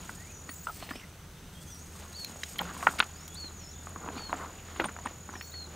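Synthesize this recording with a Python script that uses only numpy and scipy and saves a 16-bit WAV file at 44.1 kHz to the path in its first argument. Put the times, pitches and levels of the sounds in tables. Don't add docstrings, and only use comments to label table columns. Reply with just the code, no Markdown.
import sys
import numpy as np
from scipy import signal
from scipy.fft import rfft, irfft, next_fast_len
from scipy.io import wavfile
from scipy.ndimage import map_coordinates

SR = 44100
rng = np.random.default_rng(int(sys.argv[2]) if len(sys.argv) > 2 else 0)


def bounce(signal):
    frames = np.transpose(np.atleast_2d(signal))
    limited = np.clip(frames, -1, 1)
    pcm = np.round(limited * 32767).astype(np.int16)
    wavfile.write(sys.argv[1], SR, pcm)


def undo_db(level):
    steps = np.asarray(level, float) / 20
    return 10 ** steps


N = 253575
T = np.arange(N) / SR


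def unit(x):
    return x / np.sqrt(np.mean(x ** 2) + 1e-20)


def curves(rows):
    s, *columns = np.transpose(rows)
    return [np.interp(T, s, column) for column in columns]


def wobble(rate, size=N):
    knots = rng.standard_normal(int(size * rate / SR) + 4)
    return map_coordinates(knots, [T[:size] * rate])


def coloured(x, points):
    f, db = np.transpose(points)
    m = next_fast_len(N + 8192)
    log_hz = np.log(np.fft.rfftfreq(m, 1 / SR) + 1)
    gain = undo_db(np.interp(log_hz, np.log(f + 1), db))
    return unit(irfft(rfft(x, m) * gain, m)[:N])


def ring(hz, t60, t):
    return np.sin(2 * np.pi * np.minimum(hz, 20000) * t) * undo_db(-60 * t / t60)


def resonate(x, hz, width_hz):
    f = np.fft.rfftfreq(8192, 1 / SR)
    response = 1j * f * width_hz / (hz * hz - f * f + 1j * f * width_hz)
    y = irfft(rfft(x, 8192) * response ** 2)[:4096]
    return y / np.abs(y).max()


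def add(track, s, x):
    part = track[round(s * SR):][:len(x)]
    part += x[:len(part)]


def echoes(x, db, t60):
    t = np.arange(SR // 8) / SR
    slope = rng.standard_normal(len(t)) * undo_db(-60 * t / t60)
    return x + undo_db(db) * signal.fftconvolve(x, slope / np.linalg.norm(slope))[:N]


def contacts(u, spread_s, dense, lead=0.48):
    v = np.arange(u.shape[1]) / SR / max(spread_s, 1e-4)
    touches = (u[0] < dense) * (2 * u[1] - 1)
    swell = np.minimum(0.47 + 2 * v, 1)
    return touches * swell * np.exp(-v * np.sqrt(v)) + lead * (v == 0)


def strokes(rows):
    fade_db = 9
    return np.sqrt(sum(undo_db(db - fade_db * np.abs(T - s) / half) ** 2 for s, half, db in rows))


def grit(per_s, spread_db, clump_db, bed):
    hits = (rng.random(N) < per_s / SR) * rng.choice([-1, 1], N) * undo_db(spread_db * rng.random(N))
    clumps = undo_db(clump_db * np.tanh(wobble(60)))
    return unit(hits) * clumps + bed * rng.standard_normal(N)


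def whistle(rows, flutter_db, waver_hz, partials, ripple=0):
    ripple_per_s, ripple_hz, ripple_db = 29, 140, 1.5
    s, hz, db = np.transpose(rows)
    t = np.arange(s[0], s[-1], 1 / SR)
    gate = np.clip(np.minimum(t - s[0], s[-1] - t) / 0.0031, 0, 1)
    sag = ripple * (.5 - (ripple_per_s * (t - s[0] - .023).clip(0)) % 1)
    pitch = np.interp(t, s, hz) + ripple_hz * sag + waver_hz * wobble(109.5, size=len(t))
    phase = 2 * np.pi * np.cumsum(pitch) / SR
    flutter = flutter_db * wobble(140.6, size=len(t))
    level = gate * undo_db(np.interp(t, s, db) + 6.0 + ripple_db * sag + flutter)
    out = np.zeros(N)
    add(out, s[0], level * sum(undo_db(g_db) * np.sin(k * phase) for k, g_db in partials))
    return out


def notes(songs):
    return [[(s + a * length, hz + b * (turn_hz - hz), db + c) for a, b, c in shape]
            for shape, rows in songs for s, length, hz, turn_hz, db in rows]


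def valley():
    # time in seconds, pitch in Hz, level in dB.
    engine = [(0.0, 82, -54), (1.47, 85, -57.5), (1.9, 78, -49.5), (2.3, 82.3, -53.5), (2.55, 71.5, -52),
              (2.7, 72, -48), (2.93, 75, -55), (3.12, 81, -50.5), (4.55, 82.5, -49.5), (5.14, 81.6, -50.5),
              (5.75, 78.3, -50)]
    # frequency in Hz, level in dB per Hz.
    rumble_colour = [(14, -24), (24, -9), (34, -8), (50, -5.5), (85, -7), (120, -9), (177, -6), (230, -15),
                     (400, -21.5), (600, -42)]
    air_colour = [(150, -54), (250, -4), (460, -0.5), (1160, -5.5), (1420, -2), (1730, -6.5), (3650, -11),
                  (5250, -14.5), (6140, -8), (6820, -12), (9300, -14.5), (10300, -17.5), (16000, -19)]
    hz, db = curves(engine)
    phase = 2 * np.pi * np.cumsum(hz + 1.8 * wobble(17)) / SR
    octave = undo_db(-17.0 + 4.5 * wobble(6)) * np.sin(2 * phase)
    hum = undo_db(db + 2.0 + 1.5 * wobble(8.6)) * (np.sin(phase) + octave)
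    rumble = undo_db(-51.5 + wobble(1.71)) * coloured(rng.standard_normal(N), rumble_colour)
    air = undo_db(-55.0 + 0.78 * wobble(1.28)) * coloured(rng.standard_normal(N), air_colour)
    return hum + rumble + air


def cricket():
    # time in seconds, level in dB, lead of the stroke in cycles, pitch shift in Hz,
    # low end of the stroke against its start in dB.
    trill = [(0, -60.5, -0.39, 0, 0), (0.64, -58.5, -0.46, 0.5, -1), (0.67, -98, -0.47, 2, 0),
             (1.75, -99, -0.47, -300, 0), (1.8, -64, -0.5, -300, 0), (1.95, -67, -0.51, -200, 1),
             (2.2, -58, -0.38, -120, -2), (2.9, -57, -0.35, -20, -4), (3.2, -58.5, -0.31, -0.5, -4.5),
             (4.1, -57.5, -0.28, 0.5, -5), (4.5, -60, -0.18, 20, -8), (4.9, -58, -0.24, 20, -6),
             (5.7, -60.5, -0.32, 25.5, -4)]
    strokes_hz = 41.5
    db, lead, shift, low_db = curves(trill)
    u = (strokes_hz * T + lead + .4) % 1 - .4

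    def bump(at, width):
        return np.exp(-.5 * ((u - at) / width) ** 2)

    def tone(hz):
        return np.sin(2 * np.pi * np.cumsum(hz + shift + 20 * wobble(150)) / SR)

    swell = bump(-0.12, .11) + undo_db(low_db + wobble(30)) * bump(0.14, 0.094)
    stroke = swell * tone(6800 - 190 * np.tanh((u - .01) / 0.12))
    answer = 0.33 * bump(0.22, 0.12) * tone(6900)
    near = echoes(undo_db(db + 11 + wobble(45)) * (stroke + answer), -11, .03)
    far = coloured(rng.standard_normal(N), [(5400, -47), (5900, -9), (6200, -2), (6700, -42)])
    blur = coloured(rng.standard_normal(N), [(6200, -45), (6600, 2), (6950, -3), (7300, -48)])
    return near + undo_db(db - 4.0) * blur + undo_db(-73) * far


def birds():
    # share of the length, share of the way from first to turning pitch, level in dB.
    glide = [(0, 0.044, -1), (.3, 0.16, 4), (.8, .82, 3.5), (1, 0.97, -3)]
    swing = [(0, 0, 4), (.35, .82, 2), (.5, 0.99, 1.5), (.65, .78, 2.3), (1, -.1, 2)]
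    hook = [(0, 0, -9), (.07, 0.48, -8.5), (.14, 0.656, -8), (.165, .96, -2), (.75, .72, -2.5),
            (.92, .58, -7.5), (1, .3, -8)]
    dip = [(0, 0.051, 1), (.35, .7, 3), (.6, 0.96, 3), (1, .85, -7)]
    arch = [(0, 0, -2), (.2, .35, 2), (.55, .72, 3), (1, 1, -2)]
    # start in seconds,
    # length in seconds, first pitch in Hz, turning pitch in Hz, level in dB.
    glide_notes = [(0.16, 0.17, 1716, 2650, -63), (0.49, 0.041, 9440, 9150, -57.5),
                   (0.503, 0.06, 6750, 7550, -61), (0.764, 0.095, 4490, 4200, -60.5),
                   (1.549, 0.09, 3200, 3500, -62), (1.668, 0.054, 3210, 3600, -62),
                   (1.787, 0.053, 6200, 7050, -58.5), (3.292, 0.069, 3360, 3500, -60.5),
                   (3.711, 0.037, 4270, 3330, -62), (5.335, .035, 4100, 3020, -65),
                   (5.43, .05, 7000, 7700, -66)]
    swing_notes = [
        (1.33, 0.24, 3570, 3730, -68.5),
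        (3.55, 0.22, 6720, 5160, -59.5),
        (3.752, .058, 3420, 3720, -62),
        (5.29, 0.21, 6760, 5200, -60.5),
    ]
    hook_notes = [
        (2.137, 0.14, 3660, 4560, -45.5),
        (3.35, 0.14, 3500, 4570, -45),
        (4.154, 0.16, 3690, 4530, -47.5),
        (5.515, 0.15, 3655, 4415, -47),
    ]
    dip_notes = [
        (.29, .13, 6650, 5850, -58.5),
        (1.66, .155, 6670, 5600, -56),
    ]
    arch_notes = [
        (.9, .125, 4350, 5850, -61),
        (3.147, .125, 4450, 5950, -62.5),
        (3.6, .06, 4350, 4150, -68),
        (4.265, .025, 2950, 3150, -62),
    ]
    near_songs = notes([(hook, hook_notes)])
    far_songs = notes([(glide, glide_notes), (swing, swing_notes), (dip, dip_notes), (arch, arch_notes)])
    near = sum(whistle(rows, 1.8, 30, [(1, -2)], ripple=1) for rows in near_songs)
    far = sum(whistle(rows, 2, 26, [(1, -5)]) for rows in far_songs)
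    echo_s, echo_db = .036, -10
    far = far + undo_db(echo_db) * np.roll(far, round(echo_s * SR))
    return echoes(near, -6, .14) + echoes(far, -4, .12)


def basket():
    # time in seconds, pitch of the high partial in Hz, level in dB.
    squeaks = [
        [(0.49, 15818, -73), (0.502, 15701, -55), (0.572, 15236, -59), (0.632, 15200, -59), (0.64, 15050, -58),
         (0.704, 15100, -59), (0.94, 14771, -67)],
        [(5.41, 15500, -73), (5.42, 15300, -56), (5.542, 15100, -63), (5.545, 15080, -71)],
    ]
    # start in seconds, pitch in Hz, level in dB, time to die by 60 dB in seconds.
    clinks = [(.492, 4430, -46, 0.091), (.56, 7700, -47, 0.1), (.58, 7750, -48, .05), (.64, 7700, -48, .07),
              (4.361, 7600, -46, 0.097), (4.797, 11840, -49, 0.064), (4.843, 8900, -42, 0.06),
              (4.855, 8900, -34, 0.05), (5.056, 8970, -39.5, 0.045), (5.04, 8950, -52, .05),
              (5.41, 4380, -49, 0.81), (5.475, 7630, -51.5, 0.075)]
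    out = sum(whistle(rows, 4, 45, [(1, -2), (3 / 4, -15)]) for rows in squeaks)
    t = np.arange(SR // 8) / SR
    ends = (1 - np.exp(-t / 0.00082)) * np.clip((t[-1] - t) / 0.021, 0, 1)
    for s, hz, db, t60 in clinks:
        add(out, s, undo_db(db + 3.1 * wobble(200, size=len(t))) * ring(hz, t60, t) * ends)
    return out


def scraping():
    # pitch in Hz, level in dB.
    sizes = [(200, -3), (370, -3), (700, -3), (1100, -2), (1600, -7.5)]
    # time of most weight in seconds, half length in seconds,
    # grinding level in dB, fine grit against it in dB.
    treads = [(0.01, 0.24, -56, -2.5), (0.463, 0.079, -56.5, -17), (0.87, 0.15, -56, 1),
              (1.407, 0.4, -65.5, 0), (2.025, 0.13, -55, -6), (2.306, 0.15, -58, -2),
              (2.46, 0.051, -67.5, 13), (2.666, 0.085, -48, -6.5), (2.872, 0.14, -47, -6),
              (3.206, 0.45, -63.5, -3), (3.52, 0.19, -59.5, -8.5), (3.904, 0.12, -57.5, -8),
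              (4.066, 0.075, -46, -17), (4.18, 0.049, -49, -4), (4.384, 0.15, -47, -9.5),
              (4.8, 0.14, -51.5, -3.5), (5.076, 0.063, -51.5, -7), (5.337, 0.091, -55.5, -8),
              (5.75, 0.19, -54.5, -8)]
    # middle in seconds, half length in seconds, level in dB.
    swishes = [(.13, 0.25, -59), (.76, 0.21, -56.5), (1.7, 0.1, -54.5), (1.95, 0.19, -61),
               (2.2, 0.23, -58.5), (2.51, 0.19, -55), (2.88, 0.16, -52.5), (3.36, 0.14, -61),
               (3.85, 0.14, -67), (4.3, 0.34, -65.5), (5.5, .25, -66)]
    # frequency in Hz, level in dB per Hz.
    grass_colour = [(2650, -29), (4500, -5), (6300, -5), (8700, 0), (9500, -4.5), (10400, -12.5),
                    (14500, -8), (16000, -25)]
    weight = strokes([(s, half, db) for s, half, db, _ in treads])
    crush = strokes([(s, half, db + grit_db) for s, half, db, grit_db in treads])

    def stone(hz):
        colour = [(hz / 2, -30), (hz / 1.3, -4), (hz, 0), (hz * 1.3, -4), (hz * 2, -30), (hz * 8, -70)]
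        return coloured(grit(500, 12, 5, bed=.5), colour)

    grind = unit(sum(undo_db(db) * stone(hz) for hz, db in sizes))
    fine_colour = [(1200, -24), (1900, -7.5), (2800, -6.5), (4000, -9.5), (6000, -16.5), (16000, -31)]
    fine = crush * coloured(grit(2000, 6, 3.5, bed=0.52), fine_colour)
    brush = strokes(swishes) * coloured(grit(1200, 8.8, 7.6, bed=0.66), grass_colour)
    return undo_db(3.5) * (weight * grind + fine + brush)


def snaps():
    # start in seconds, peak level in dB, colour in Hz, level of the lower crack in dB.
    breaks = [(0.0383, -44, 7970, -56), (0.1575, -39, 8070, -57), (0.4943, -37, 9480, -57),
              (1.746, -38, 9790, -45), (2.0976, -41, 8560, -58), (2.1306, -46, 7970, -39),
              (2.1666, -45, 8460, -40.5), (2.196, -40.5, 8660, -36), (2.2467, -27.5, 11100, -24),
              (2.436, -28, 5430, -35), (2.559, -49, 7500, -53), (2.585, -25, 11500, -28),
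              (2.614, -27, 12600, -48), (2.7771, -33, 9280, -48), (2.9148, -48, 7790, -57),
              (2.9427, -40, 7930, -54), (2.995, -19, 9000, -44), (3.042, -41, 8520, -34),
              (3.2797, -29.5, 13000, -31.5), (3.3453, -28.5, 8240, -60), (3.8347, -43, 8050, -59),
              (3.8606, -37, 7600, -61), (3.894, -36, 9100, -54), (4.1579, -45, 7640, -57),
              (4.766, -39, 9000, -47), (4.842, -33, 8940, -34), (4.924, -41, 8900, -59),
              (5.0574, -41, 8990, -58)]
    out = np.zeros(N)
    for (s, db, hz, low_db), u in zip(breaks, rng.random((len(breaks), 2, 1024))):
        crackle = contacts(u, 0.0035, dense=0.4) + (T[:1024] == 0)
        bright = undo_db(db - 5.0) * resonate(crackle, hz, 0.36 * hz)
        low = undo_db(low_db - 2.5) * resonate(crackle, 3770, 4800)
        add(out, s - .0004, bright + low)
    return out


def gravel():
    # start in seconds, peak level in dB, colour in Hz.
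    grains = [(2.599, -33, 1030), (2.617, -27, 900), (2.631, -39, 695), (2.654, -37, 1400),
              (2.671, -41, 1530), (2.686, -39, 1400), (2.711, -38, 1400), (2.835, -31, 1130),
              (2.901, -33, 1350), (2.911, -35, 1300), (2.938, -42, 1040), (2.957, -40, 662),
              (3.007, -17.5, 1250), (4.044, -40, 947), (4.061, -35, 729), (4.104, -38, 681),
              (4.154, -39, 1200), (4.171, -39, 929), (4.207, -40, 834), (4.255, -42, 1030),
              (4.304, -39, 1030), (4.374, -40, 1130), (4.399, -36, 1350), (4.411, -39, 1100),
              (4.425, -36, 1110), (4.436, -35, 1100), (4.447, -36, 1040), (4.471, -45, 1300),
              (5.11, -42, 573), (5.297, -37, 1440), (5.364, -38, 807)]
    # start in seconds, peak level in dB, colour in Hz.
    cracks = [(.671, -34, 1500), (.91, -34, 1500), (2.4342, -27, 2600), (2.8275, -28, 1700),
              (2.8712, -16.5, 1500), (3.0026, -10, 2600), (4.088, -21, 1250), (4.2945, -37, 1100),
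              (4.329, -18, 1190), (4.8005, -21, 1700), (4.966, -35, 1000), (5.0605, -29.5, 1000)]
    out = np.zeros(N)
    for rows, wide in (grains, .45), (cracks, 1.5):
        for (s, db, hz), u in zip(rows, rng.random((len(rows), 2, 512))):
            cushion = np.hanning(round(.55 * SR / hz))
            blow = np.convolve(contacts(u, .0012, dense=.05, lead=1.6), cushion)
            add(out, s - .0003, undo_db(db - 4) * resonate(blow, hz, wide * hz))
    return out


def pebbles():
    # start in seconds, peak level in dB, pitch in Hz, swell in seconds,
    # time to die by 60 dB in seconds.
    pings = [(.669, -24.5, 1355, 0.0025, 0.018), (.678, -39, 1410, 0.0018, 0.037),
             (.685, -32.5, 1390, .003, .025), (0.6942, -33, 1300, 0.0019, 0.051),
             (2.4345, -30.5, 3870, 0.00092, 0.018), (2.434, -36, 3190, 0.00092, 0.03),
             (2.589, -29, 3180, .002, 0.023), (2.59, -38, 4270, .001, .02),
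             (2.869, -23, 804, 0.0009, 0.022), (2.869, -28, 2800, .0005, .015),
             (3.004, -33, 4340, .0005, 0.036), (4.33, -25.5, 730, 0.0009, 0.037),
             (4.799, -26, 1950, 0.00078, 0.018), (2.579, -39.5, 174.4, 0.043, 0.51),
             (2.872, -18.5, 1412, 0.0016, 0.052), (3.0025, -23, 1910, 0.00048, 0.019),
             (3.0025, -21, 2770, 0.00044, 0.019), (3.0025, -17.5, 3650, 0.00063, 0.018),
             (3.035, -42, 1200, 0.0018, 0.032), (4.18, -44, 2490, .002, .03),
             (4.80, -27.5, 323, .002, 0.11), (4.803, -33, 2410, .002, .03), (4.843, -33, 209, .003, 0.085),
             (4.848, -36, 3490, .001, 0.017)]
    out, t = np.zeros(N), T[:SR // 3]
    for s, db, hz, swell_s, t60 in pings:
        swell = 1 - np.exp(-(t / max(swell_s, 1e-4)) ** 2)
        shape = ring(hz, t60, t) * swell * undo_db(1.3 * wobble(218, size=len(t)))
        add(out, s, undo_db(db) * shape / np.abs(shape).max())
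    return out


def slides():
    # start in seconds, length in seconds, colour in Hz, level in dB, width over colour.
    slips = [(.672, 0.038, 790, -50, 0.57), (.965, 0.056, 2700, -54.5, 0.23),
             (.99, 0.065, 2080, -58.5, .25), (2.595, 0.026, 860, -41.5, 1), (2.982, 0.0187, 2600, -39.5, 1),
             (5.068, 0.007, 1840, -43, .6), (4.395, 0.069, 1080, -47, 0.37), (3.8, 0.086, 4100, -66, 0.74),
             (4.793, 0.03, 690, -40.5, 1), (4.846, .016, 810, -40, 1), (4.58, .04, 2600, -58, .5),
             (2.645, 0.087, 1450, -50, .6), (3.6, 0.043, 2500, -62.5, 0.76)]
    out = np.zeros(N)
    for s, length, hz, db, wide in slips:
        stroke = np.sin(np.pi * np.clip(T[:4000] / length, 0, 1)) ** .5
        rough = rng.standard_normal(4000) * stroke * undo_db(3 * wobble(150, size=4000))
        add(out, s, undo_db(db + 13.0) * resonate(rough, hz, wide * hz))
    return out


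def knocks():
    # start in seconds, peak level in dB, ring in Hz, chip level in dB,
    # time to die by 60 dB in seconds.
    loose = [(0.094, -29.5, 1420, -54, 0.029), (0.670, -36, 1010, -39, 0.03), (0.937, -39, 1940, -49, .018),
             (2.4348, -25, 1840, -28, 0.016), (2.591, -25, 3160, -25.5, 0.028),
             (2.828, -25, 1074, -50, 0.066), (2.8692, -13.5, 1400, -37, 0.015),
             (2.8714, -8, 1380, -50, 0.022), (3.0026, -12.5, 1430, -14.5, 0.025),
             (3.026, -23.5, 1320, -30, 0.036), (3.871, -32.5, 1110, -53, 0.035),
             (4.33, -23, 870, -48, 0.014), (4.893, -32.5, 1170, -56, 0.03), (4.965, -35, 925, -61, 0.035),
             (4.989, -34.5, 1080, -64, 0.025), (5.411, -31.5, 1860, -35, 0.022)]
    # start in seconds, peak level in dB, ring in Hz, chip level in dB.
    bedded = [(0.492, -31, 1910, -37), (0.804, -47, 1210, -52), (0.826, -35.5, 740, -38),
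              (0.832, -39, 1130, -55), (0.891, -34, 1930, -35.5), (0.909, -29, 1790, -42),
              (0.913, -31.5, 1060, -48), (2.359, -42, 697, -53), (2.559, -44, 1100, -39),
              (2.61, -29.5, 1040, -44), (2.70, -36.5, 1210, -48), (2.767, -34.5, 1030, -58),
              (2.808, -40, 1900, -44.5), (2.889, -29, 1460, -33), (2.9932, -27, 1360, -34),
              (3.199, -45, 1370, -57), (3.961, -30, 1060, -66), (4.077, -35, 950, -60),
              (4.088, -26, 1420, -56), (4.296, -33, 1090, -55), (4.195, -36, 1310, -52),
              (4.342, -31, 1100, -55), (4.354, -37, 1300, -52), (4.46, -37, 1320, -59),
              (4.685, -42, 1300, -52), (4.762, -36, 1130, -40), (4.799, -17, 1410, -26.5),
              (4.840, -33, 1300, -42), (4.843, -21.5, 1090, -28.5), (4.886, -33.5, 1480, -43),
              (5.056, -34, 905, -55), (5.06, -26.5, 930, -37.5), (5.291, -33.5, 1080, -59),
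              (5.339, -35.5, 1040, -51), (5.355, -33.5, 1790, -44), (5.541, -39, 1940, -43)]
    # start in seconds, peak level in dB, ring in Hz, chip level in dB.
    heels = [
        (0.957, -39, 2450, -37.5),
        (2.297, -44, 805, -56),
        (3.443, -43, 1310, -45),
        (4.143, -44, 1040, -52),
        (4.165, -39.5, 921, -48),
    ]
    loose_thud_db, bedded_thud_db, heel_thud_db = -26.5, -13, -1
    bedded_t60_s = 0.032
    rows = [(*row, loose_thud_db) for row in loose]
    rows += [(*row, bedded_t60_s, bedded_thud_db) for row in bedded]
    rows += [(*row, bedded_t60_s, heel_thud_db) for row in heels]
    return sorted((s, db, hz, db + thud_db, chip_db, t60) for s, db, hz, chip_db, t60, thud_db in rows)


def stones():
    out = np.zeros(N)
    blow_list = knocks()
    for (s, db, hz, thud_db, chip_db, t60), u in zip(blow_list, rng.random((len(blow_list), 2, 2048))):
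        t60 = np.clip(t60, .006, .12)
        hit = contacts(u, 0.091 * t60, dense=0.13, lead=2.14)
        rattle = 0.18 * contacts(u[:, ::-1], 0.64 * t60, dense=.15)
        blows = np.convolve(hit + rattle, np.hanning(20))
        body = 0.45 * resonate(blows, hz, 9 / t60) + 0.14 * resonate(blows, 1.28 * hz, 9 / t60)
        body = body + 0.87 * resonate(blows, 0.9 * hz, 1.0 * hz)
        thud = resonate(blows, 268, 197)
        edge = contacts(u[::-1], 0.24 * t60, dense=.25, lead=1.6)
        chip = resonate(np.convolve(edge, np.hanning(11)), 2790, 1930)
        add(out, s - .0006, undo_db(db + 1.5) * body + undo_db(thud_db + 6.0) * thud + undo_db(chip_db) * chip)
    return out


def scene():
    mono = valley() + cricket() + birds() + basket() + scraping() + snaps()
    mono = mono + gravel() + gravel()
    mono = mono + pebbles() + slides() + stones()
    return np.array([mono, mono])


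def top_cut(x):
    return signal.sosfilt(signal.butter(12, 16660, fs=SR, output="sos"), x)


def record(dry):
    # frequency in Hz, level in dB per Hz.
    hiss_colour = [(25, -8), (59, -18), (100, -6), (381, -3.5), (452, -3), (1250, -6.5), (5530, -4),
                   (16000, -7)]
    hiss = undo_db(-63.5) * coloured(rng.standard_normal(N), hiss_colour)
    edge = np.interp(np.fft.rfftfreq(N, 1 / SR), [15700, 15830], [1, undo_db(-30)])
    mix = irfft(rfft(dry + [hiss, -hiss]) * edge, N)
    return top_cut(mix)


dry = scene()
out = record(dry)
bounce(out)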